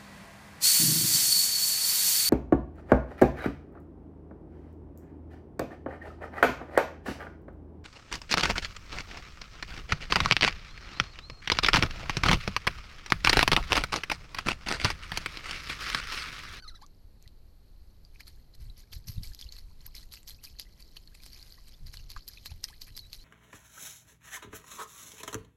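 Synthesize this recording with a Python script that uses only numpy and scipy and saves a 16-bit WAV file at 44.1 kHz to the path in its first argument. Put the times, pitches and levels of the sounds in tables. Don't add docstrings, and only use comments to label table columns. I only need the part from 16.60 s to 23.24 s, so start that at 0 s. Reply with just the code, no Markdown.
import sys
import numpy as np
from scipy import signal
from scipy.fft import rfft, irfft, next_fast_len
from scipy.io import wavfile
from scipy.ndimage import uniform_filter1d

SR = 44100
rng = np.random.default_rng(int(sys.argv[2]) if len(sys.argv) > 2 else 0)


def persist_wave(psi):
    counts = np.round(np.clip(psi, -1, 1) * 32767).astype(np.int16)
    wavfile.write(sys.argv[1], SR, np.atleast_2d(counts).T)


N = 292823
TIME = np.arange(N) / SR

# (frequency [Hz], relative level [dB])
SPRAY_COLOUR = [(4000, -45.5), (6500, -5.5), (8300, -2), (9500, -6.5), (11000, 0), (12300, 6), (13200, 1),
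                (14000, -35.5)]
# (frequency [Hz], relative level [dB])
SLOSH_COLOUR = [(250, -20.5), (600, -18), (1000, -2.5), (1500, -10), (2100, 3), (2700, 6.5), (3500, -45.5),
                (5500, -7.5)]


def undb(db):
    return 10 ** (np.asarray(db) / 20)


def unit(x):
    return x / np.sqrt(np.mean(x ** 2))


def gain_at(hz, points):
    curve_hz, curve_db = np.transpose(points)
    return undb(np.interp(np.log(np.maximum(hz, 1)), np.log(curve_hz), curve_db))


def colour(x, points):
    size = 2 * next_fast_len(N // 2 + SR // 10, real=True)
    gains = gain_at(np.fft.rfftfreq(size, 1 / SR), points)
    cepstrum = irfft(np.log(gains))
    cepstrum[1:size // 2] *= 2
    cepstrum[size // 2 + 1:] = 0
    response = np.exp(rfft(cepstrum))
    return unit(irfft(rfft(x, size) * response)[:N])


def add(out, s, sound):
    start = int(np.clip(s * SR, 0, N - 1))
    out[start:start + len(sound)] += sound[:N - start]


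def ring(hz, decay, glide, attack):
    t = np.arange(int(7 * decay * SR) + 2) / SR
    wave = np.sin(2 * np.pi * hz * t * (1 + glide * t / decay / 2))
    envelope = np.exp(-t / decay) * (1 - np.exp(-t / attack))
    return wave * envelope / envelope.max()


def droplets(rate, spread_db, mist):
    sizes = undb(spread_db * np.minimum(rng.exponential(size=N), 4))
    hits = rng.random(N) < rate / SR
    clicks = hits * sizes * rng.choice([-1, 1], N)
    return unit(unit(clicks) + mist * rng.standard_normal(N))


def fizz(low_hz, high_hz, cycles, spread_db, count):
    out = np.zeros(N)
    for when, bore, size in rng.random((count, 3)):
        hz = low_hz * (high_hz / low_hz) ** bore
        bubble = ring(hz, cycles / hz, glide=0.069, attack=.0001)
        add(out, when * N / SR, undb(spread_db * size ** 3) * bubble)
    return unit(out)


def agitation():
    # (time [s], patter level [dB])
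    stirring = [(0, -88), (1.1, -82), (1.3, -78), (1.5, -77), (1.72, -70.5), (2.0, -90), (2.7, -70.5),
                (3.1, -75), (4.0, -73), (4.35, -67), (4.5, -71.5), (4.62, -62.5), (5.18, -86), (5.75, -64),
                (5.98, -68), (6.43, -66), (6.64, -63.5)]
    # (time [s], patter level [dB], decay [s], fine spray [dB], deep slosh [dB])
    beats = [(.223, -55, .005, -13, -14), (.639, -68.5, 0.018, -18, -0.5), (1.553, -64.5, 0.014, -10, -2.5),
             (1.605, -45.5, 0.0072, -13, -10), (1.679, -50.5, 0.008, -5, -5.5),
             (1.952, -53.5, 0.0033, -8, -14), (2.009, -63, 0.089, -7, -7.5),
             (2.18, -53.5, .031, -7.5, -10.5), (2.329, -46.5, 0.026, -5, -19),
             (2.478, -47.5, .045, -4, -11.5), (2.634, -49, 0.058, -4.5, -15), (2.799, -51, 0.054, -9, -15),
             (2.924, -52, 0.037, -10.5, -20), (2.985, -50, 0.0091, -9.5, -12),
             (3.207, -61.5, 0.046, -10, -8.5), (3.264, -43, 0.0037, -20, -13.5),
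             (3.354, -49.5, 0.043, -4.5, -13), (3.433, -53, .006, -14, -12), (3.525, -46, 0.034, -5.5, -16),
             (3.681, -44.5, 0.027, -3, -15), (3.84, -48.5, 0.032, -2.5, -13.5),
             (3.996, -42.5, 0.018, -9, -29), (4.202, -56.5, 0.015, -3.5, -4.5),
             (4.369, -44.5, .004, -16, -8.5), (4.553, -52.5, 0.0029, -7, -2), (4.635, -55.5, 0.011, -2, -8),
             (4.662, -53.5, .035, -7, -14), (4.728, -55.5, 0.27, -8, -10.5),
             (5.083, -50.5, 0.0066, -5.5, -7), (5.119, -60, .027, -16.5, -8),
             (5.268, -55, 0.032, -9.5, -10.5), (5.335, -50.5, .026, -5, -11), (5.392, -58, 0.053, -10, -11),
             (5.503, -46, 0.02, -9.5, -13), (5.566, -48.5, 0.02, -25, -7.5), (5.686, -43, 0.005, 1.5, -32),
             (5.714, -55.5, 0.085, -11, -14), (5.86, -40.5, 0.0083, -5, -13), (5.911, -53, 0.013, -11, -7),
             (6.04, -35.5, 0.0053, -7, -10.5), (6.082, -56.5, 0.038, -4, -2.5),
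             (6.217, -43, 0.013, -6.5, -26), (6.278, -51, 0.012, -10, -3.5), (6.372, -44.5, .013, -3, -14),
             (6.532, -48, 0.035, -7.5, -14)]
    stir_spray_db, stir_slosh_db = -6.5, -13.5
    firm_rise_s, firm_beat_db, rise_halving_db = 0.0064, -47.5, 15

    stir_db = np.interp(TIME, *np.transpose(stirring))
    power = undb(stir_db + np.array([[0], [stir_spray_db], [stir_slosh_db]])) ** 2
    for s, db, decay, spray_db, slosh_db in beats:
        near = slice(max(int((s - .1) * SR), 0), int((s + .6) * SR))
        t = TIME[near] - s
        rise = firm_rise_s * 2 ** ((firm_beat_db - db) / rise_halving_db)
        swell = np.exp(np.minimum(t / rise, -t / decay))
        levels = undb(db + np.array([[0], [spray_db], [slosh_db]]))
        power[:, near] += (levels * swell) ** 2
    return power


def splashes():
    # (frequency [Hz], relative level [dB])
    patter_colour = [(1500, -18.5), (2800, -8), (3600, -10), (4200, 2.5), (4800, -0.5), (5600, -4.5),
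                     (7000, -8), (9000, -21.5), (14000, -32.5)]
    settle_s, rain_db, gurgle_db = 0.083, -15, -22

    patter, spray, slosh = np.sqrt(agitation())
    impacts = droplets(rate=1600, spread_db=3.8, mist=.3)
    tiny = colour(fizz(6000, 13000, cycles=8, spread_db=16, count=2400), SPRAY_COLOUR)
    small = colour(fizz(2800, 7000, cycles=6, spread_db=16, count=1900), patter_colour)
    large = fizz(1300, 3300, cycles=4, spread_db=10, count=1200)
    out = patter * unit(0.93 * colour(impacts, patter_colour) + small)
    out += spray * unit(colour(impacts, SPRAY_COLOUR) + tiny)
    out += slosh * unit(colour(impacts, SLOSH_COLOUR) + 0.49 * large)

    settle = 1 / (settle_s * SR)
    airborne = np.sqrt(signal.lfilter([settle], [1, settle - 1], patter ** 2))
    rain = colour(fizz(2600, 6500, cycles=5, spread_db=17, count=480), patter_colour)
    gurgle = fizz(1600, 3800, cycles=5, spread_db=9, count=220)
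    return out + airborne * (undb(rain_db) * rain + undb(gurgle_db) * gurgle)


def drops():
    # (time [s], ring peak [dB], ring pitch [Hz], decay [s], smack [dB])
    hard_drops = [(0.2642, -42.5, 6100, .0003, -30), (.6255, -44, 6350, 0.00021, -26),
                  (0.6773, -39.5, 4100, 0.00043, -18), (1.45, -45, 4680, 0.0021, -34),
                  (1.6066, -36, 2230, 0.0013, -13), (1.6798, -38.5, 4430, 0.0013, -20),
                  (2.3295, -33.5, 4160, 0.00022, -13), (2.3335, -33, 4580, 0.00056, -6),
                  (2.4727, -46, 4900, 0.0019, -14), (2.4843, -31.5, 5700, 0.00076, -21),
                  (2.634, -36, 4250, 0.00049, -26), (2.6733, -37, 4560, 0.00098, -18),
                  (2.735, -41, 4700, .0009, -24), (2.748, -31.5, 4940, 0.00029, -34),
                  (2.791, -36.5, 4170, 0.001, -20), (2.8129, -28.5, 4760, 0.00039, -34),
                  (2.9236, -35.5, 4500, 0.0014, -40), (2.9655, -40.5, 4190, 0.002, -10),
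                  (3.265, -28, 12200, 0.0004, -33), (3.3659, -36, 4100, 0.00059, -13),
                  (3.5379, -36, 4450, 0.001, -2.5), (3.631, -43.5, 7360, 0.00026, -10),
                  (3.6896, -42, 4630, .0011, -32), (3.8394, -40.5, 6040, .0008, -7),
                  (3.9973, -21.5, 4300, 0.00023, -30), (3.9977, -31.5, 4670, 0.0018, -17),
                  (4.2243, -42.5, 4540, 0.0023, -44), (4.371, -37.5, 4350, 0.0023, -14),
                  (4.475, -42, 4270, 0.002, -37), (4.6355, -36, 4330, 0.00033, -26),
                  (4.6631, -38, 4140, 0.00032, 7), (4.7316, -39.5, 4570, 0.0025, -28),
                  (4.8273, -36, 4660, .0012, -30), (4.9235, -37.5, 4620, 0.0012, -24),
                  (4.942, -47.5, 4300, 0.0017, -36), (5.2687, -41, 4560, 0.0017, -18),
                  (5.3408, -33, 2090, 0.00046, -2), (5.3713, -32, 4280, .001, -25),
                  (5.5026, -31, 4600, 0.00069, -22), (5.5168, -34, 4300, 0.00095, -14),
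                  (5.6789, -30, 4680, 0.00061, -29), (5.6886, -43, 4560, 0.00036, -33),
                  (5.859, -28, 4700, 0.00016, -3.5), (6.0415, -15.5, 5070, 0.00048, -46),
                  (6.0866, -39, 4140, 0.0016, -12), (6.2182, -30.5, 4560, 0.0015, -21),
                  (6.366, -39, 4700, .0007, -19), (6.3764, -26, 4730, 0.00044, -10),
                  (6.392, -33, 4230, 0.0032, -35), (6.5309, -28.5, 4330, .0007, -10)]
    tick_1ms_db, tick_db_per_doubling = -15.5, -3

    out = np.zeros(N)
    hiss = colour(rng.standard_normal(N), SPRAY_COLOUR)
    smack = colour(rng.standard_normal(N), SLOSH_COLOUR)
    for s, db, hz, decay, smack_db in hard_drops:
        plink = ring(min(hz, SR / 3), decay, glide=0.01, attack=.00008)
        span = slice(int(s * SR), int(s * SR) + len(plink))
        tick_db = tick_1ms_db + tick_db_per_doubling * np.log2(decay / 10 ** -3)
        noise = undb(tick_db) * hiss[span] + undb(smack_db) * smack[span]
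        impact = noise * np.abs(signal.hilbert(plink))
        add(out, s, undb(db) * (plink + impact))
    return out


def bubbles():
    # (time [s], peak [dB], starting pitch [Hz], decay [s])
    trapped = [(.191, -60, 970, 0.0028), (0.657, -59, 1880, .0028), (1.559, -47.5, 2380, .001),
               (1.598, -54, 1610, 0.0063), (2.099, -47, 3900, 0.0019), (2.236, -65, 1570, .003),
               (2.273, -66, 2160, .003), (2.564, -58.5, 2600, 0.0023), (2.718, -55.5, 1640, .0028),
               (2.58, -46.5, 3720, .0019), (2.645, -49.5, 2210, .0027), (2.825, -35, 3340, 0.0013),
               (2.867, -49.5, 2820, 0.0022), (2.889, -41, 4170, 0.0025), (3.103, -68, 790, .008),
               (3.275, -60.5, 840, 0.0063), (3.347, -45, 2150, .0011), (3.381, -38, 4050, 0.0011),
               (3.432, -57.5, 1810, .0032), (3.573, -41.5, 2630, 0.00066), (3.713, -49, 4040, 0.0042),
               (3.787, -59, 2450, 0.0046), (3.872, -48.5, 2400, 0.0033), (4.066, -59, 1900, 0.0039),
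               (4.522, -64, 1530, 0.0033), (4.601, -55, 2290, 0.0035), (4.76, -54, 2410, 0.0031),
               (4.976, -56, 1780, 0.0044), (4.982, -55.5, 1000, 0.0031), (5.143, -54, 3450, 0.0032),
               (5.375, -53, 2820, 0.0039), (5.396, -51.5, 2730, .0033), (5.563, -40.5, 1490, 0.0016),
               (5.564, -37.5, 1060, 0.0032), (5.774, -42, 2450, 0.002), (5.783, -42.5, 3680, .001),
               (5.891, -56.5, 2250, 0.011), (5.916, -50.5, 780, 0.0019), (6.044, -44, 1760, 0.0035),
               (6.083, -52, 3130, .0029), (6.099, -55.5, 755, 0.0073), (6.126, -54, 1594, 0.0081),
               (6.288, -54.5, 1800, 0.0024)]
    rise_hz_per_s, attack_share = 29000, 0.52

    out = np.zeros(N)
    for s, db, hz, decay in trapped:
        glide = rise_hz_per_s * decay / hz
        add(out, s, undb(db) * ring(hz, decay, glide, attack=decay * attack_share))
    return out


def note(rows, waver):
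    s, hz, db = np.transpose(rows)
    t = np.arange(s[0], s[-1], 1 / SR)
    wobble = unit(uniform_filter1d(rng.standard_normal(SR // 2), size=60))[:len(t)]
    pitch = np.interp(t, s, hz) * (1 + waver * wobble)
    phase = 2 * np.pi * np.cumsum(pitch) / SR
    loudness = undb(np.interp(t, s, db)) * signal.windows.tukey(len(t), .1)
    return pitch, phase, loudness


def squeaks():
    # (time [s], pitch [Hz], level before the throat [dB])
    squeaky_notes = [
        [(0, 1423, -48.5), (.008, 1540, -55)],
        [(.021, 1490, -53), (.025, 1530, -45), (.034, 1496, -50.5), (.043, 1470, -46.5), (.05, 1307, -50),
         (.06, 1248, -53.5), (.075, 1226, -50)],
        [(.073, 1510, -54), (.078, 1970, -45), (.082, 2130, -40.5), (.097, 1890, -45), (.103, 1510, -55),
         (.128, 1270, -59)],
        [(.139, 1280, -59), (.149, 1320, -53), (.155, 1970, -50), (.16, 1980, -46.5), (.169, 1780, -55),
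         (.182, 1490, -60)],
        [(.216, 820, -68), (.221, 792, -51), (.234, 1110, -50), (.242, 1196, -53), (.254, 1110, -63)],
    ]
    wavers = [.005, .006, .007, .008, .035]
    # (frequency [Hz], gain [dB])
    throat = [(700, -0.5), (1300, 0), (2000, -15.5), (2800, -26), (3500, -6.5), (4200, 3), (4800, 0.5),
              (6200, -8), (7500, -27), (10000, -2), (13000, -22)]

    out = np.zeros(N)
    rasp = colour(rng.standard_normal(N), throat)
    for rows, waver in zip(squeaky_notes, wavers):
        pitch, phase, loudness = note(rows, waver)
        voice = np.zeros(len(phase))
        for k in range(1, 7):
            voice += gain_at(k * pitch, throat) * np.sin(k * phase) / (1 + (k / 2.93) ** 4)
        breath = undb(-22) * rasp[:len(phase)] * (1 + np.cos(phase))
        add(out, rows[0][0], loudness * (voice + breath))
    return out + undb(-21) * np.interp(TIME - .022, TIME, out, left=0)


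def whistles():
    # (time [s], pitch [Hz], level [dB])
    thin_notes = [
        [(6.335, 3950, -80), (6.355, 3990, -50), (6.38, 4180, -74), (6.42, 3970, -57), (6.455, 3890, -55),
         (6.48, 4120, -63)],
        [(6.585, 3940, -58), (6.605, 4060, -57), (6.63, 4450, -54)],
    ]
    out = np.zeros(N)
    for rows in thin_notes:
        _, phase, loudness = note(rows, waver=0.0037)
        add(out, rows[0][0], loudness * np.sin(phase))
    return out


def wind():
    # (time [s], rumble level [dB], half length [s], buffeting level [dB])
    gusts = [(0.112, -48, 0.038, -72), (1.75, -45, 0.049, -58.5), (2.06, -41, 0.056, -49.5),
             (2.37, -41.5, 0.034, -48.5), (2.492, -43, .02, -41), (2.586, -37.5, 0.033, -44.5),
             (2.696, -39.5, 0.027, -49), (3.064, -43, 0.12, -68), (3.3, -50.5, .15, -60.5),
             (3.74, -45, 0.016, -59), (3.926, -49.5, 0.047, -68), (5.249, -42, 0.044, -50),
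             (5.396, -46.5, 0.086, -56), (5.565, -41, 0.022, -58), (5.94, -47.5, 0.043, -51.5),
             (6.348, -51, 0.1, -57)]
    # (time [s], peak of the swing's outline [dB], pitch [Hz])
    puffs = [(.45, -41, 52.7), (0.669, -40.5, 74.6), (1.222, -37.5, 37), (2.029, -43, 48.4),
             (2.368, -37.5, 87), (2.499, -35, 95), (2.583, -25.5, 93), (2.61, -36, 128), (2.862, -34, 47),
             (5.922, -31.5, 71)]
    # (frequency [Hz], relative level [dB])
    rumble_colour = [(8, -1), (18, 6.5), (30, 3), (45, -0.5), (65, -4), (90, -20.5), (150, -55)]
    # (frequency [Hz], relative level [dB])
    buffet_colour = [(45, -24.5), (75, 9), (120, 3), (170, -9), (250, -23), (400, -32), (800, -57.5)]
    breeze_rumble_db, breeze_buffet_db = -52.5, -65

    power = undb([[breeze_rumble_db], [breeze_buffet_db]]) ** 2 * np.ones(N)
    for s, rumble_db, half_length, buffet_db in gusts:
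        swell = np.exp(-np.minimum(((TIME - s) / half_length) ** 2, 20))
        power += undb([[rumble_db], [buffet_db]]) ** 2 * swell
    rumble, buffet = np.sqrt(power)
    out = rumble * colour(rng.standard_normal(N), rumble_colour)
    out += buffet * colour(rng.standard_normal(N), buffet_colour)

    for s, db, hz in puffs:
        turns = np.arange(-2, 2, hz / SR)
        swing = np.cos(2 * np.pi * (turns + rng.random()))
        add(out, s - 2 / hz, undb(db) * swing * np.exp(-(turns / 0.34) ** 2))
    return out


def air():
    # (frequency [Hz], relative level [dB])
    hiss_colour = [(90, -19.5), (150, 3), (330, -4.5), (700, -12.5), (1600, -21), (3500, -25), (4300, -14),
                   (5200, -26), (7500, -32.5), (9500, -33.5), (11300, -25.5), (12450, -21), (13000, -29),
                   (14000, -39.5)]
    return undb(-67.5) * colour(rng.standard_normal(N), hiss_colour)


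def rocks(x, echo_db, decay):
    t = TIME[:SR // 4]
    scatter = rng.standard_normal(len(t)) * np.exp(-t / decay) * (t > .002)
    echo = signal.fftconvolve(x, scatter / np.linalg.norm(scatter))[:N]
    return x + undb(echo_db) * echo


def scene():
    water = splashes() + drops() + bubbles()
    near = rocks(water + squeaks() + whistles(), echo_db=-12, decay=0.0089)
    return (near + wind() + air())[None]


def record(dry):
    low_pass = signal.ellip(8, .2, 60, 13500, fs=SR, output="sos")
    return signal.sosfilt(low_pass, dry)


dry = scene()
out = record(dry)
persist_wave(out)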